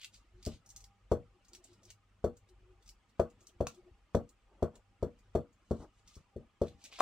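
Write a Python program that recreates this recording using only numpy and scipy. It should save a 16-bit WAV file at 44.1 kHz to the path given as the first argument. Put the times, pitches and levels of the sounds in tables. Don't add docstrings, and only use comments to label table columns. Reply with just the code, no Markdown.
import sys
import numpy as np
from scipy import signal
from scipy.fft import rfft, irfft
from scipy.io import wavfile
from scipy.ndimage import uniform_filter1d

SR = 44100
rng = np.random.default_rng(int(sys.argv[2]) if len(sys.argv) > 2 else 0)


def boost(x):
    u = np.asarray(x, float) / 20
    return 10 ** u


def store_wav(level_fs):
    pcm = np.round(np.clip(np.atleast_2d(level_fs), -1, 1) * 32767)
    wavfile.write(sys.argv[1], SR, pcm.T.astype(np.int16))


N = 309141
TIME = np.arange(N) / SR
HZ = np.fft.rfftfreq(N, 1 / SR) + 1


def unit(x):
    return x / np.sqrt(np.mean(x ** 2))


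def shape(x, gain):
    return irfft(rfft(x) * gain, N)


def noise(gain):
    return unit(shape(rng.standard_normal(N), gain))


def colour(points):
    hz, db = np.transpose(points)
    return boost(np.interp(np.log(HZ), np.log(hz), db))


def band(hz, lo_hz, hi_hz):
    low_side = 1 + (lo_hz / hz) ** 8
    high_side = 1 + (hz / hi_hz) ** 12
    return 1 / np.sqrt(low_side * high_side)


def walk(rate):
    hold = int(SR / rate)
    steps = np.repeat(rng.standard_normal(N // hold + 1), hold)
    return unit(uniform_filter1d(uniform_filter1d(steps, hold), hold)[:N])


def swells(start_s, end_s, db, rise_db_per_s, fall_db_per_s):
    for start, end, top_db, rise, fall in np.broadcast(start_s, end_s, db, rise_db_per_s, fall_db_per_s):
        before = np.maximum(start - TIME, 0)
        after = np.maximum(TIME - end, 0)
        yield boost(top_db - rise * before - fall * after)


def pushes(s, db, ms):
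    force = np.zeros(N)
    for at, gain, width in zip(s, boost(db), ms / 1000):
        near = slice(max(int((at - width) * SR), 0), int((at + width) * SR) + 2)
        bell = np.exp(-(np.pi * (TIME[near] - at) / width) ** 2)
        force[near] += gain * np.sqrt(np.pi) / width / SR * bell
    return force


def ring(force, modes):
    out = np.zeros(N)
    for hz, db, t60, sense in modes:
        pole = np.exp(2j * np.pi * hz / SR - np.log(1000) / (t60 * SR))
        out += sense * boost(db) * signal.lfilter([1], [1, -pole], force).real
    return out


def place(x, left_db, lag):
    late = shape(x, np.exp(-2j * np.pi * HZ * lag / SR))
    return np.array([late * boost(left_db / 2), x * boost(-left_db / 2)])


def peaks(table):
    return sum(boost(db) * noise(1 / (1 + ((HZ - hz) / width_hz) ** 2)) for hz, db, width_hz in table)


def drone(table):
    tones = np.zeros(N)
    for hz, db, width_hz in table:
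        phase = 2 * np.pi * np.cumsum(hz + width_hz / 2 * walk(6)) / SR
        tones += boost(db - 2.5) * np.sin(phase)
    return .7 * peaks(table) + np.sqrt(2) * tones


# (f/Hz, relative level/dB per Hz)
ROOM_COLOUR = [(15, -34), (25, -2), (64, -5), (113, -6.5), (156, -18.5), (205, -14), (570, -20.5),
               (787, -21.5), (976, -21), (1240, -19.5), (1590, -24.5), (2870, -24.5), (3860, -32),
               (7780, -37), (15700, -57.5)]
# (f/Hz, level/dB, half-width/Hz)
HUM_TONES = [(195, -81.5, 5), (800, -82.5, 4.3), (1230, -84.5, 42), (8000, -100, 27)]
# (f/Hz, relative level/dB, half-width/Hz)
RUMBLE_PEAKS = [(48, -1.5, 3.2), (101, -5, 3.2)]


def room():
    air_db, rumble_db = -67, -66
    fade_start_s, fade_db_per_s = 5.2, 5.5
    shared = .92 / (1 + HZ / 1800)
    mid, side = noise(colour(ROOM_COLOUR)), noise(colour(ROOM_COLOUR))
    side = shape(side, np.sqrt((1 - shared) / (1 + shared)))
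    air = boost(air_db + 0.26 * walk(7.2)) * (mid + side * np.array([[1], [-1]]))
    fade_db = fade_db_per_s * np.maximum(TIME - fade_start_s, 0)
    rumble = drone(RUMBLE_PEAKS) * boost(rumble_db + 1.04 * walk(4.1) - fade_db)
    return air + place(rumble + peaks(HUM_TONES), 1.2, 0.095)


def echo(x, size=12000):
    level_db, t60_s = -3, 0.13
    fade = np.exp(-np.log(1000) * TIME[:size] / t60_s)
    tail = rng.standard_normal((2, size)) * fade * (TIME[:size] > .002)
    tail *= boost(level_db) / np.sqrt(np.sum(tail ** 2, axis=1)[:, None])
    return signal.fftconvolve(x[None], tail, axes=1)[:, :N]


def sheet_colour(hz, low_db, top_db):
    flap = band(hz, 2000, 4300) + .08 * band(hz, 900, 2000)
    hiss = hz / 5000 * band(hz, 4100, 8300) ** 2
    return boost(low_db) * flap + hiss + boost(top_db) * band(hz, 8000, 17000)


# (peak t/s, level/dB, rise t/s, fall t/s, share below 4.3 kHz level/dB)
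SLIDES = [(0.052, -62.5, 0.21, 0.013, 13.5), (0.146, -56.5, 0.036, 0.093, -1.5),
          (0.468, -69, 0.022, 0.037, 14), (0.538, -60.5, 0.23, .065, 3.5), (0.76, -71, .12, .15, -7.5),
          (1.554, -63, 0.066, .035, 1), (1.642, -66, .03, 0.27, 0), (1.908, -63.5, 0.087, 0.032, 4.5),
          (2.904, -64, 0.13, 0.014, -12.5), (3.41, -73, 0.075, .15, -2.5), (3.47, -90, 0.04, .06, -8),
          (3.69, -65.5, 0.015, .2, 0.5), (5.836, -64.5, 0.36, 0.031, -3.5), (5.994, -72, 0.18, 0.048, -6),
          (6.08, -66.5, 0.031, 0.24, 1), (6.17, -70.5, 0.2, 0.055, -4.5), (6.632, -66, 0.014, 0.2, 4),
          (6.856, -50.5, 0.073, 0.047, 0.5), (6.93, -62, 0.048, 0.41, 11), (7.01, -43.5, 0.04, .05, 6.5)]


def rustle():
    s, db, rise_s, fall_s, low_db = np.transpose(SLIDES)
    span_db = 30

    def slide(top_db):
        return sum(swells(s, s, top_db, span_db / rise_s, span_db / fall_s))

    clusters = boost(2.5 * walk(300) + 4.5 * rng.standard_normal(N))
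    grains = unit(rng.standard_normal(N) * clusters)
    dull = shape(grains * slide(db + low_db), band(HZ, 2200, 4300))
    bright = shape(grains * slide(db), sheet_colour(HZ, -45.5, -16))
    return 0.89 * (1.7 * dull + bright)


# (t/s, level/dB, ring f/Hz, share below 4.3 kHz level/dB)
CRACKLES = [(0.0153, -48, 3150, 4.5), (0.0341, -45.5, 2750, 3.5), (0.0456, -37, 3370, 2.5),
            (0.1432, -55, 4970, -5), (0.428, -49, 5000, 0), (0.4516, -38.5, 4720, -3),
            (0.4631, -34, 5270, -5.5), (0.6619, -52.5, 6020, -20), (0.6915, -48.5, 6000, -17.5),
            (0.7028, -45.5, 6250, -13.5), (0.7632, -38, 6070, -9.5), (0.8059, -50, 6140, -4.5),
            (0.8414, -49, 5300, -3.5), (1.4485, -62.5, 4470, -0.5), (1.4836, -58.5, 6530, -1.5),
            (1.5338, -44.5, 4500, -7), (1.55, -46.5, 5740, 1.5), (1.6411, -49.5, 7550, -13.5),
            (1.732, -61.5, 5230, 0.5), (1.833, -56.5, 5720, -5), (1.8524, -54.5, 5630, -8.5),
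            (1.9033, -45.5, 6600, 0), (2.3694, -56.5, 7400, -15), (2.4897, -61.5, 4060, -2.5),
            (2.825, -62, 3460, -2), (2.861, -59, 5700, 1), (2.8776, -52.5, 5400, -0.5),
            (2.8913, -44, 5070, -4), (3.0945, -68, 3500, -1), (3.301, -63, 7140, 0),
            (3.4077, -62, 6320, -6), (3.429, -64.5, 7100, -7), (3.47, -45.5, 5730, -11),
            (3.4892, -70, 3000, 9), (3.6701, -34, 6140, 3.5), (3.7461, -56, 3500, -9.5),
            (4.2916, -54, 7240, -9), (4.7557, -53.5, 7200, 1), (5.1893, -64, 4900, -8.5),
            (5.529, -70.5, 6990, -6), (6.0766, -52, 5700, 1.5), (6.155, -51.5, 5400, -11.5),
            (6.6814, -57.5, 3730, 7), (6.841, -41.5, 4830, -13), (6.926, -52.5, 2540, 10.5),
            (6.99, -42, 4700, -16), (7.0044, -27, 2500, -5.5)]


def crackles(size=4096):
    rise_ms = 2.5
    t60_s, doubles_db = .021, 24
    slap_late_s, slap_db, slap_db_per_ms = .0015, -14.5, -14
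    out, t = np.zeros(N + size), TIME[:size]
    hz = np.fft.rfftfreq(size, 1 / SR) + 1
    slaps = [(s + slap_late_s, db + slap_db + slap_db_per_ms * ms, 5800, 1.5) for s, db, ms, _, _ in DABS]
    bursts = slaps + CRACKLES
    chance = rng.standard_normal((len(bursts), 2, size))
    swell = 1 - np.exp(-1000 * t / rise_ms)
    for (s, db, ring_hz, low_db), (sign, scatter) in zip(bursts, chance):
        t60 = t60_s * 2 ** min((-40 - db) / doubles_db, 2)
        snaps = sign * boost(6.14 * scatter) * swell * np.exp(-np.log(1000) * t / t60)
        snaps[0] = 6.0
        patch = 1 + 1.5 / (1 + ((hz - ring_hz) / 400) ** 2)
        lead = size // 16
        burst = irfft(rfft(np.roll(snaps, lead)) * sheet_colour(hz, low_db, -8) * patch, size)
        at = max(int(s * SR) - lead, 0)
        out[at:at + size] += 0.78 * boost(db) * burst
    return out[:N]


# (f/Hz, level/dB, t60 t/s, first motion +-1)
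TUBE_MODES = [(724, 1, 0.016, -1), (1072, 3.5, 0.016, -1), (1378, -15.5, 0.084, 1), (2637, -3.5, 0.02, 1),
              (3200, -52, 0.022, -1)]
# (t/s, strength level/dB, contact t/ms)
KNOCKS = [(3.669, -37.5, 0.1), (6.926, -58.5, 0.17), (6.988, -45.5, 0.36), (6.991, -42.5, 0.27),
          (7.002, -26.5, 1), (7.0058, -14.5, 0.54)]


def tube_knocks():
    s, db, ms = np.transpose(KNOCKS)
    return ring(pushes(s, db, ms), TUBE_MODES)


# (start t/s, length t/s, level/dB)
HUMS = [(0.355, 0.039, -65), (1.355, 0.019, -72.5), (1.53, 0.087, -69), (1.705, 0.043, -66),
        (1.857, 0.024, -74), (2.505, 0.022, -64), (2.603, 0.13, -66.5), (3.427, 0.019, -67),
        (3.535, 0.093, -74.5), (3.78, 0.017, -62.5), (3.871, 0.018, -62)]
# (start t/s, length t/s, level/dB)
SCRAPES = [(1.501, .4, -74), (2.45, 0.36, -79), (3.382, .12, -74), (3.71, .18, -72.5),
           (4.523, 0.091, -67.5), (4.755, 0.031, -66), (5.805, 0.041, -55), (6.842, 0.18, -70.5)]
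# (f/Hz, relative level/dB per Hz)
SCRAPE_COLOUR = [(60, -3), (300, 5), (700, 2), (1300, -7.5), (2500, -30), (5000, -67)]


def drag():
    hum_hz, hum_waver = 357, .02
    hum_edge, scrape_edge = 598, 500
    phase = 2 * np.pi * np.cumsum(hum_hz * (1 + hum_waver * walk(60))) / SR
    s, length, db = np.transpose(HUMS)
    hum_level = sum(swells(s, s + length, db, hum_edge, hum_edge))
    hum = np.sqrt(2) * np.sin(phase) * boost(3.5 * walk(35)) * hum_level
    s, length, db = np.transpose(SCRAPES)
    grip = sum(swells(s, s + length, db, scrape_edge, scrape_edge))
    return hum + noise(colour(SCRAPE_COLOUR)) * boost(2.2 * walk(90)) * grip


# (f/Hz, level/dB, t60 t/s, first motion +-1)
DESK_MODES = [(43, -9.5, 0.082, 1), (80.6, -8, 0.15, -1), (105, -11.5, 0.12, -1), (153.7, -19, 0.17, -1),
              (183, -11, 0.089, -1), (225.3, -12.5, 0.18, -1), (275, -40, 0.27, 1), (339, -17, 0.16, -1),
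              (365.2, -6.5, 0.1, 1), (428.6, -4.5, 0.1, -1), (480.4, -10.5, 0.2, -1),
              (553.5, -13.5, 0.15, -1), (557, 0, 0.085, 1), (616.5, -13.5, 0.13, -1), (649.3, -9, 0.11, -1),
              (672, -15, 0.13, -1), (778, -7.5, 0.018, 1), (812, -21.5, 0.18, -1), (913.6, -15, 0.081, -1),
              (964, -11.5, 0.027, -1), (1110, -23, 0.17, -1), (1204, -16, 0.057, -1)]
# (t/s, strength level/dB, contact t/ms, extra bass level/dB, extra upper ring level/dB)
DABS = [(0.4679, -24.5, 2.2, 0.5, 5), (0.534, -39.5, 15, 8, -3), (1.1161, -17, 0.99, -1.5, 1.5),
        (2.2422, -18.5, 1.075, -3.5, -0.5), (3.1957, -18, 0.95, -3.5, 2.5), (3.6056, -22, 1.16, 1.5, 3.5),
        (3.913, -52, 8.5, 8.5, 10.5), (4.148, -18.5, 0.65, 1, -1.5), (4.6249, -19, 1.19, -1.1, 3),
        (5.0263, -20.5, 1.3, -2.5, -1), (5.3515, -15.5, 1.37, -4.5, 2), (5.7099, -22, 1.15, 2, -2),
        (5.795, -39.5, 6.8, 6, 11), (6.168, -38.5, 3.9, -2, 25), (6.361, -26.5, 2.48, -5.5, -4),
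        (6.406, -47.5, 2.9, 3.5, -8), (6.6152, -20, 1.125, -1.5, -1), (6.7, -49, 6.3, 2.5, -5),
        (6.747, -50, 6.2, 7, -1)]
# (f/Hz, width f/Hz, level/dB, t60 t/s)
CLATTER = [(172.8, 240, -16, 0.24), (540, 190, -15.5, 0.2), (1157, 86, -20, 0.18), (2160, 350, -29.5, 0.08),
           (11500, 7000, -53, .05)]


def dabs(bass_hz=290, upper_hz=580):
    s, db, ms, bass_db, upper_db = np.transpose(DABS)
    spot_db = 1.7 * rng.standard_normal((len(DESK_MODES), len(DABS)))
    body, upper = np.zeros(N), np.zeros(N)
    for mode, spot in zip(DESK_MODES, spot_db):
        if mode[0] < bass_hz:
            body += ring(pushes(s, db + bass_db, ms), [mode])
        elif mode[0] < upper_hz:
            body += ring(pushes(s, db + spot, ms), [mode])
        else:
            upper += ring(pushes(s, db + upper_db + spot, ms), [mode])
    for hz, width_hz, clatter_db, t60 in CLATTER:
        extra_db = upper_db if hz > upper_hz else bass_db
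        softness_db = 11.0 * ms * min(hz / 1300, 1.2)
        blows = np.zeros(N)
        blows[(s * SR).astype(int)] = boost(db + extra_db - softness_db)
        fade = signal.lfilter([1], [1, -np.exp(-np.log(1000) / (t60 * SR))], blows)
        fade = uniform_filter1d(fade, size=90, origin=44)
        rattle = noise(band(HZ, hz - width_hz / 2, hz + width_hz / 2)) * boost(2.0 * walk(120))
        upper += boost(clatter_db) * fade * rattle
    return body, upper


def scene():
    tube = tube_knocks()
    body, upper = dabs()
    sheet = crackles() + rustle()
    desk = place(body + upper + drag(), 2.7, 1.2)
    air = place(tube, 3.7, 1.8) + place(sheet, .9, 1.92)
    reflections = echo(sheet + 0.9 * tube + 0.48 * upper + .07 * body)
    return desk + air + reflections + room()


def suppress(x, size=1024):
    overlap = size * 3 // 4
    spectrum = signal.stft(x, nperseg=size, noverlap=overlap)[2]
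    power = np.sum(np.abs(spectrum) ** 2, axis=0)
    power = uniform_filter1d(uniform_filter1d(power, size=3, axis=0), size=3, axis=1)
    quiet = np.percentile(power, 30, axis=1, keepdims=True)
    deepest = boost(2 * -7)
    gain = np.sqrt(np.maximum(1 - 1.146 * quiet / power, deepest))
    return signal.istft(spectrum * gain, nperseg=size, noverlap=overlap)[1][:, :N]


MIRROR_DB = [-34, -39, -43, -46]


def mirror(x):
    clock_hz = 3900
    ripple = sum(boost(db) * np.cos(2 * np.pi * (k + 1) * clock_hz * TIME) for k, db in enumerate(MIRROR_DB))
    return x + ripple * shape(x, band(HZ, 300, 1500))


def low_pass(x):
    return signal.sosfilt(signal.butter(12, 15820, fs=SR, output="sos"), x)


def record(dry):
    top_cut = signal.ellip(8, .2, 60, 15800, fs=SR, output="sos")
    mix = signal.sosfilt(top_cut, mirror(suppress(dry)))
    return low_pass(mix)


dry = scene()
out = record(dry)
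store_wav(out)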